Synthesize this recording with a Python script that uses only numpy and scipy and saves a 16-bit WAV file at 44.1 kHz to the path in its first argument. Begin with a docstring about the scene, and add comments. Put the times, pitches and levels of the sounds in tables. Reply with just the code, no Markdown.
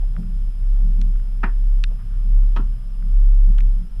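"""Small boat adrift

On deck in a light swell, one microphone in a housed camera fixed above the boards.
Wind and hull vibration keep the mount swinging at one deep note; water laps and thuds on the hull.
Fishing gear knocks twice on the boat and clicks now and then, over a faint hiss and electronic whine."""
import sys
import numpy as np
from scipy import signal
from scipy.fft import rfft, irfft
from scipy.io import wavfile
from scipy.ndimage import uniform_filter1d

SR = 44100
rng = np.random.default_rng(int(sys.argv[2]) if len(sys.argv) > 2 else 0)


def output_pcm(signal):
    """Save a mono or channel-first signal as 16-bit PCM at the path in sys.argv[1].

    Samples are clipped to [-1, 1] before scaling.
    """
    pcm = np.clip(np.atleast_2d(signal).T, -1, 1) * 32767
    wavfile.write(sys.argv[1], SR, np.round(pcm).astype(np.int16))


N = 176400


def undb(db):
    """Decibels to gain."""
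    return 10 ** (np.asarray(db) / 20)


def unit(x):
    """Scale to rms 1."""
    return x / np.sqrt(np.mean(x ** 2))


def clock():
    """Time of every sample."""
    return np.arange(N) / SR


def curve(rows):
    """Join (s, value) rows by straight lines."""
    return np.interp(clock(), *np.array(rows).T)


def colour(x, points):
    """Filter by a spectrum of (Hz, dB) points."""
    hz, db = np.array(points, float).T
    f = np.maximum(np.fft.rfftfreq(N, 1 / SR), 1)
    return irfft(rfft(x) * undb(np.interp(np.log(f), np.log(hz), db)), N)


def band(hz, width_hz):
    """Noise in a narrow band, rms 1."""
    f = np.fft.rfftfreq(N, 1 / SR)
    return unit(irfft(rfft(rng.standard_normal(N)) / (1 + ((f - hz) / width_hz) ** 2), N))


def walk(rate):
    """Smooth random drift, rms 1, at about `rate` steps a second."""
    k = int(SR / rate)
    steps = rng.standard_normal(N)[np.arange(N) // k]
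    return unit(uniform_filter1d(uniform_filter1d(steps, k), k))


def fade(age, t60):
    """Exponential decay from age 0 on."""
    return np.exp(-np.log(1000) * np.maximum(age, 0) / t60) * (age >= 0)


def ring(modes, age):
    """Decaying (Hz, dB, t60 s) modes of alternating sign."""
    return sum((-1) ** k * undb(db) * fade(age, t60) * np.sin(2 * np.pi * hz * age)
               for k, (hz, db, t60) in enumerate(modes))


# Strength of the vibration at the camera mount: t/s, relative level/dB
MOUNT_SHAKE = [(0.04, -15), (0.21, -22), (0.48, -18), (0.53, -22), (0.73, -12.5), (1.16, -14),
               (1.24, -19.5), (1.4, -20.5), (1.43, -17), (1.74, -11.5), (1.9, -17), (2.02, -29),
               (2.05, -22), (2.38, -9), (2.73, -18), (2.78, -24.5), (2.85, -24.5), (2.91, -26),
               (3.16, -9.5), (3.32, -8), (3.67, -10.5), (3.79, -16), (3.89, -34.5), (3.97, -20.5)]

def mount(note_hz=34.3, hz_per_db=0.1):
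    """Right at the microphone: the mount swings, a little higher when harder, with wind buffeting it."""
    shake_db = curve(MOUNT_SHAKE)
    hz = note_hz * (1 + 0.003 * walk(2.8)) + hz_per_db * (shake_db - np.percentile(shake_db, 75))
    phase = 2 * np.pi * np.cumsum(hz) / SR
    swing = np.sin(phase) + undb(-42) * np.sin(2 * phase)
    buffet = undb(-34) * band(note_hz, width_hz=7) * np.sqrt(undb(shake_db - shake_db.mean()))
    sway = undb(-35) * band(17.5, width_hz=2)
    return undb(shake_db + 2.5) * swing + buffet + sway


# Spectrum of water along the hull: f/Hz, relative density/dB
WASH_SPECTRUM = [(25, -28), (45, -7), (60, 3), (80, -8.5), (100, -1), (128, -2), (148, -15), (200, -14.5),
                 (260, -34.5), (400, -42.5), (900, -81.5)]
# Its rise and fall: t/s, relative level/dB
WASH_LEVEL = [(0.14, -42.5), (0.2, -38.5), (0.53, -44), (1.3, -46), (1.93, -49), (1.96, -41.5),
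              (2.18, -38.5), (2.45, -44), (2.62, -38), (2.9, -46.5), (3.43, -49.5), (3.47, -41.5),
              (3.94, -47.5)]

def wash():
    """Down at the waterline: water washes along the hull in low surges."""
    return unit(colour(rng.standard_normal(N), WASH_SPECTRUM)) * undb(curve(WASH_LEVEL) + 3.5)


# Spectrum of open sea and air: f/Hz, relative density/dB
SEA_SPECTRUM = [(150, 0), (300, -0.5), (450, -3.5), (800, -7.5), (1500, -10), (2100, -16), (3200, -13),
                (3800, -19.5), (6300, -26), (8800, -22), (11500, -32.5), (14500, -32)]

def sea_hiss():
    """All around the boat: a soft hiss of air and sea that rises a little with the mount's rumble."""
    shake_db = curve(MOUNT_SHAKE)
    level_db = -56 + 0.1448 * (shake_db - shake_db.mean())
    return unit(colour(rng.standard_normal(N), SEA_SPECTRUM)) * undb(level_db)


def whine(note_hz=5105, pulse_hz=60, blip_hz=5560, blip_every_s=0.25):
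    """Faint electronics: each pulse of a thin buzz lands on its own pitch, and a higher blip cuts in."""
    t = clock()
    pulses = t * pulse_hz
    pulse_gate = uniform_filter1d(1. * (pulses % 1 < 0.8), size=90)
    blip_gate = uniform_filter1d(1. * ((t - 0.139) % blip_every_s < 0.017), size=90)
    wobble_hz = 45 * uniform_filter1d(rng.standard_normal(N)[pulses.astype(int)], size=300)
    jitter_hz = 130 * walk(3000)
    phase = 2 * np.pi * np.cumsum(note_hz + wobble_hz + jitter_hz) / SR
    buzz = undb(-69) * np.sqrt(2) * (np.sin(phase) + undb(-3) * np.sin(2 * phase))
    blip = undb(-70) * np.sin(2 * np.pi * blip_hz * t)
    fizz = undb(-77) * band(13070, width_hz=630)
    return buzz * pulse_gate * (1 - blip_gate) + blip * blip_gate + fizz


def plop(at=0.035, note_hz=730, sag_hz_per_s=12000):
    """Over the side: one soft plop of water, a short falling note."""
    age = clock() - at
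    envelope = undb(-48) * np.exp(-(age / 0.009) ** 2)
    return envelope * np.sin(2 * np.pi * (note_hz - sag_hz_per_s * age / 2) * age)


# Modes of small hard tackle: f/Hz, relative level/dB, t60/s
TACKLE_MODES = [(1450, -3.5, 0.012), (1646, -6.5, 0.019), (1976, -2, 0.01), (2313, 2, 0.0051),
                (3140, -25, 0.008), (3670, -4, 0.017), (4140, 1.5, 0.006), (5010, -14, 0.013),
                (5640, -11, 0.014), (9150, -4, 0.00078)]
# Tackle clicks: t/s, gain/dB, the part's own f/Hz, contact gain/dB, ring gain/dB
TACKLE_CLICKS = [(0.165, -34.5, 1370, -50, -23), (0.232, -49, 1200, -40, -19), (0.633, -53, 1900, -40, -14),
                 (1.015, -38.5, 3580, 0, 5.5), (1.158, -47, 1400, -32, -13), (1.198, -48.5, 1720, -35, -14),
                 (1.8391, -20, 2620, -30, 2), (3.025, -45.5, 1340, -28, -13),
                 (3.167, -51.5, 2510, -38, -13), (3.5835, -36.5, 3100, -7.5, -3),
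                 (3.588, -36.5, 1540, -35, -7), (3.606, -34, 2320, -12, -7)]

def tackle_clicks():
    """On deck: small hard parts tick with a sharp contact, a brief ring and scatter off the boards."""
    out, age = np.zeros(2 * N), clock()[:4096]
    for at, db, own_hz, contact_db, ring_db in TACKLE_CLICKS:
        # Modes far from the part's own note ring less.
        modes = [(hz, level - 2 * np.log2(hz / own_hz) ** 2, t60) for hz, level, t60 in TACKLE_MODES]
        ringing = ring(modes, age)
        note = ring([(own_hz, 10, 0.0044)], age) * (1 - np.exp(-age / 0.00012))
        contact = 2 * ring([(5900, contact_db, 0.0019)], age)
        tick = undb(ring_db) * ringing / np.abs(ringing).max() + note + contact
        deck = rng.standard_normal(len(age)) * fade(age, t60=0.038)
        scatter = signal.fftconvolve(tick, deck)[:len(age)] / np.sqrt(np.sum(tick ** 2))
        start = int(at * SR)
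        out[start:start + len(age)] += undb(db) * (tick + undb(-31) * scatter)
    return signal.sosfilt(signal.butter(8, 1100, "high", fs=SR, output="sos"), out[:N])


# Soft laps of water: crest t/s, level/dB, half-width/s, centre f/Hz
WATER_LAPS = [(0.18, -52, 0.033, 630), (0.782, -56, 0.048, 700), (1.926, -55.5, 0.026, 480),
              (2.006, -58, 0.028, 1300), (2.14, -62, 0.043, 1370), (2.411, -64, 0.046, 1110),
              (3.547, -64, 0.19, 765)]

def laps(octaves=0.83, flutter_db=2.5):
    """Alongside: small laps of water, each a fluttering splash that swells and fades."""
    out = 0
    for at, db, half_width, hz in WATER_LAPS:
        spectrum = [(hz / 4 ** octaves, -20), (hz, 0), (hz * 2 ** octaves, -12), (12000, -65)]
        splash = colour(rng.standard_normal(N), spectrum) * undb(flutter_db * walk(70))
        envelope = np.exp(-((clock() - at) / half_width) ** 2)
        out += undb(db) * envelope * unit(splash)
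    return out


# Waves meeting the hull: crest t/s, level/dB, rise time constant/s
WAVES = [(0.188, -25.5, 0.0087), (0.868, -32.5, 0.045), (1.0, -30, 0.032), (1.8, -43, 0.073),
         (3.07, -40, 0.053), (3.49, -29.5, 0.03), (3.841, -40, 0.05)]
# Hollow resonances of the hull: f/Hz, relative level/dB
HULL_MODES = [(173, 0), (192, -14), (214, -8), (259, -20), (388, -29)]
# Spectrum of churning water: f/Hz, relative density/dB
CHURN_SPECTRUM = [(60, -26.5), (130, -8), (200, -3), (280, -13.5), (400, -20.5), (900, -49)]

def wave_thuds(release_s=0.055, wander_hz=4.03, flutter_db=3.5):
    """Below the deck: each wave churns against the hollow hull and makes it boom."""
    t, boom = clock(), 0
    power = undb(-49.5) ** 2  # the hull murmurs on between waves
    for at, db, rise_s in WAVES:
        push = undb(db) * np.exp(np.where(t < at, (t - at) / rise_s, (at - t) / release_s))
        power += push ** 2
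    for hz, db in HULL_MODES:
        gain = undb(db + flutter_db * walk(25.02))
        phase = 2 * np.pi * np.cumsum(hz + wander_hz * walk(40)) / SR
        boom += gain * np.sin(phase)
    churn = undb(-16) * unit(colour(rng.standard_normal(N), CHURN_SPECTRUM))
    return np.sqrt(power) * (unit(boom) + churn)


# Modes of the struck boat: f/Hz, relative level/dB, t60/s
BOAT_MODES = [(172, 0, .2), (212, 0, .12), (262, -6, .12), (325, -8, .1), (388, -3, .19), (544, -13, .15),
              (706, -11, .2), (928, 3, .13), (1028, -6, .17), (1114, -9, .19), (1262, 0, .13),
              (1370, -4, .12), (1450, -4, .12), (1705, -2, .12), (1900, -3, .11), (2375, -7, .09),
              (2520, -11, .09), (2880, -14, .1)]
# Spectrum of a knock's dense rattle: f/Hz, relative density/dB
RATTLE_SPECTRUM = [(100, -44), (180, -3.5), (270, 0), (480, -15.5), (900, -8), (1300, -6), (1850, -0.5),
                   (2130, -11.5), (2500, -8), (2950, -15.5), (3500, -28.5), (5200, -35.5), (8000, -53),
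                   (15000, -58)]
# Gear landing and settling: t/s, gain/dB, thud/dB, 2 kHz band/dB, treble/dB, own f/Hz, own note/dB
GEAR_KNOCKS = [(1.432, -18, 3.5, -4, -3.5, 1866, -9), (2.5606, -23, -2, -12.5, 2.5, 1285, -3),
               (2.592, -36.5, 10, -20, -3, 391, 1.5)]

def gear_knocks(attack_s=0.0043, hold_s=0.008, drop_s=0.0034):
    """On board: gear lands with a dense rattle and a brief note of its own, leaving the boat ringing."""
    out = 0
    for at, db, thud_db, mid_db, treble_db, own_hz, own_db in GEAR_KNOCKS:
        age = clock() - at
        rise = np.clip((age + 0.00075) / attack_s, 0, 1)
        decay_age = np.maximum(age - attack_s - hold_s, 0)
        rattle = unit(colour(rng.standard_normal(N), RATTLE_SPECTRUM))
        crack = undb(-9.5) * rattle * np.exp(-decay_age / drop_s)
        lows = colour(rattle, [(1900, 13), (3200, -38)])
        tail = lows * fade(decay_age, t60=0.15) + (rattle - lows) * fade(decay_age, t60=0.14)
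        note = ring([(own_hz, own_db, 0.073)], age - attack_s)
        blow = rise * (crack + undb(-10) * tail + undb(-12) * ring(BOAT_MODES, age) + note)
        timbre = [(280, thud_db), (400, 0.017), (1350, 0.02),
                  (1650, mid_db), (2300, mid_db), (3200, treble_db)]
        out += undb(db) * colour(blow, timbre)
    return out


# Faint thin tones: start t/s, end t/s, f/Hz, level/dB
THIN_TONES = [(1.85, 3.4, 1195, -66.5), (3.25, 4.2, 1340, -71)]

def thin_tones(ramp_s=0.047):
    """In the background: faint thin tones waver, come and go."""
    t, out = clock(), 0
    for start, end, hz, db in THIN_TONES:
        gate = np.clip(np.minimum(t - start, end - t) / ramp_s, 0, 1)
        gain = undb(db + 2 * walk(11))
        phase = 2 * np.pi * np.cumsum(hz * (1 + 0.002 * walk(40))) / SR
        out += gain * gate * np.sin(phase)
    return out


def scene():
    """Everything as it reaches the one microphone above the deck."""
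    boat = mount() + wash() + wave_thuds() + gear_knocks() + tackle_clicks()
    background = whine() + thin_tones() + sea_hiss() + laps() + plop()
    return (boat + background)[None]


def record(dry):
    """The camera cuts the treble above 15.1 kHz."""
    return signal.sosfilt(signal.ellip(8, 0.2, 70, 15100, fs=SR, output="sos"), dry)


dry = scene()
out = record(dry)
output_pcm(out)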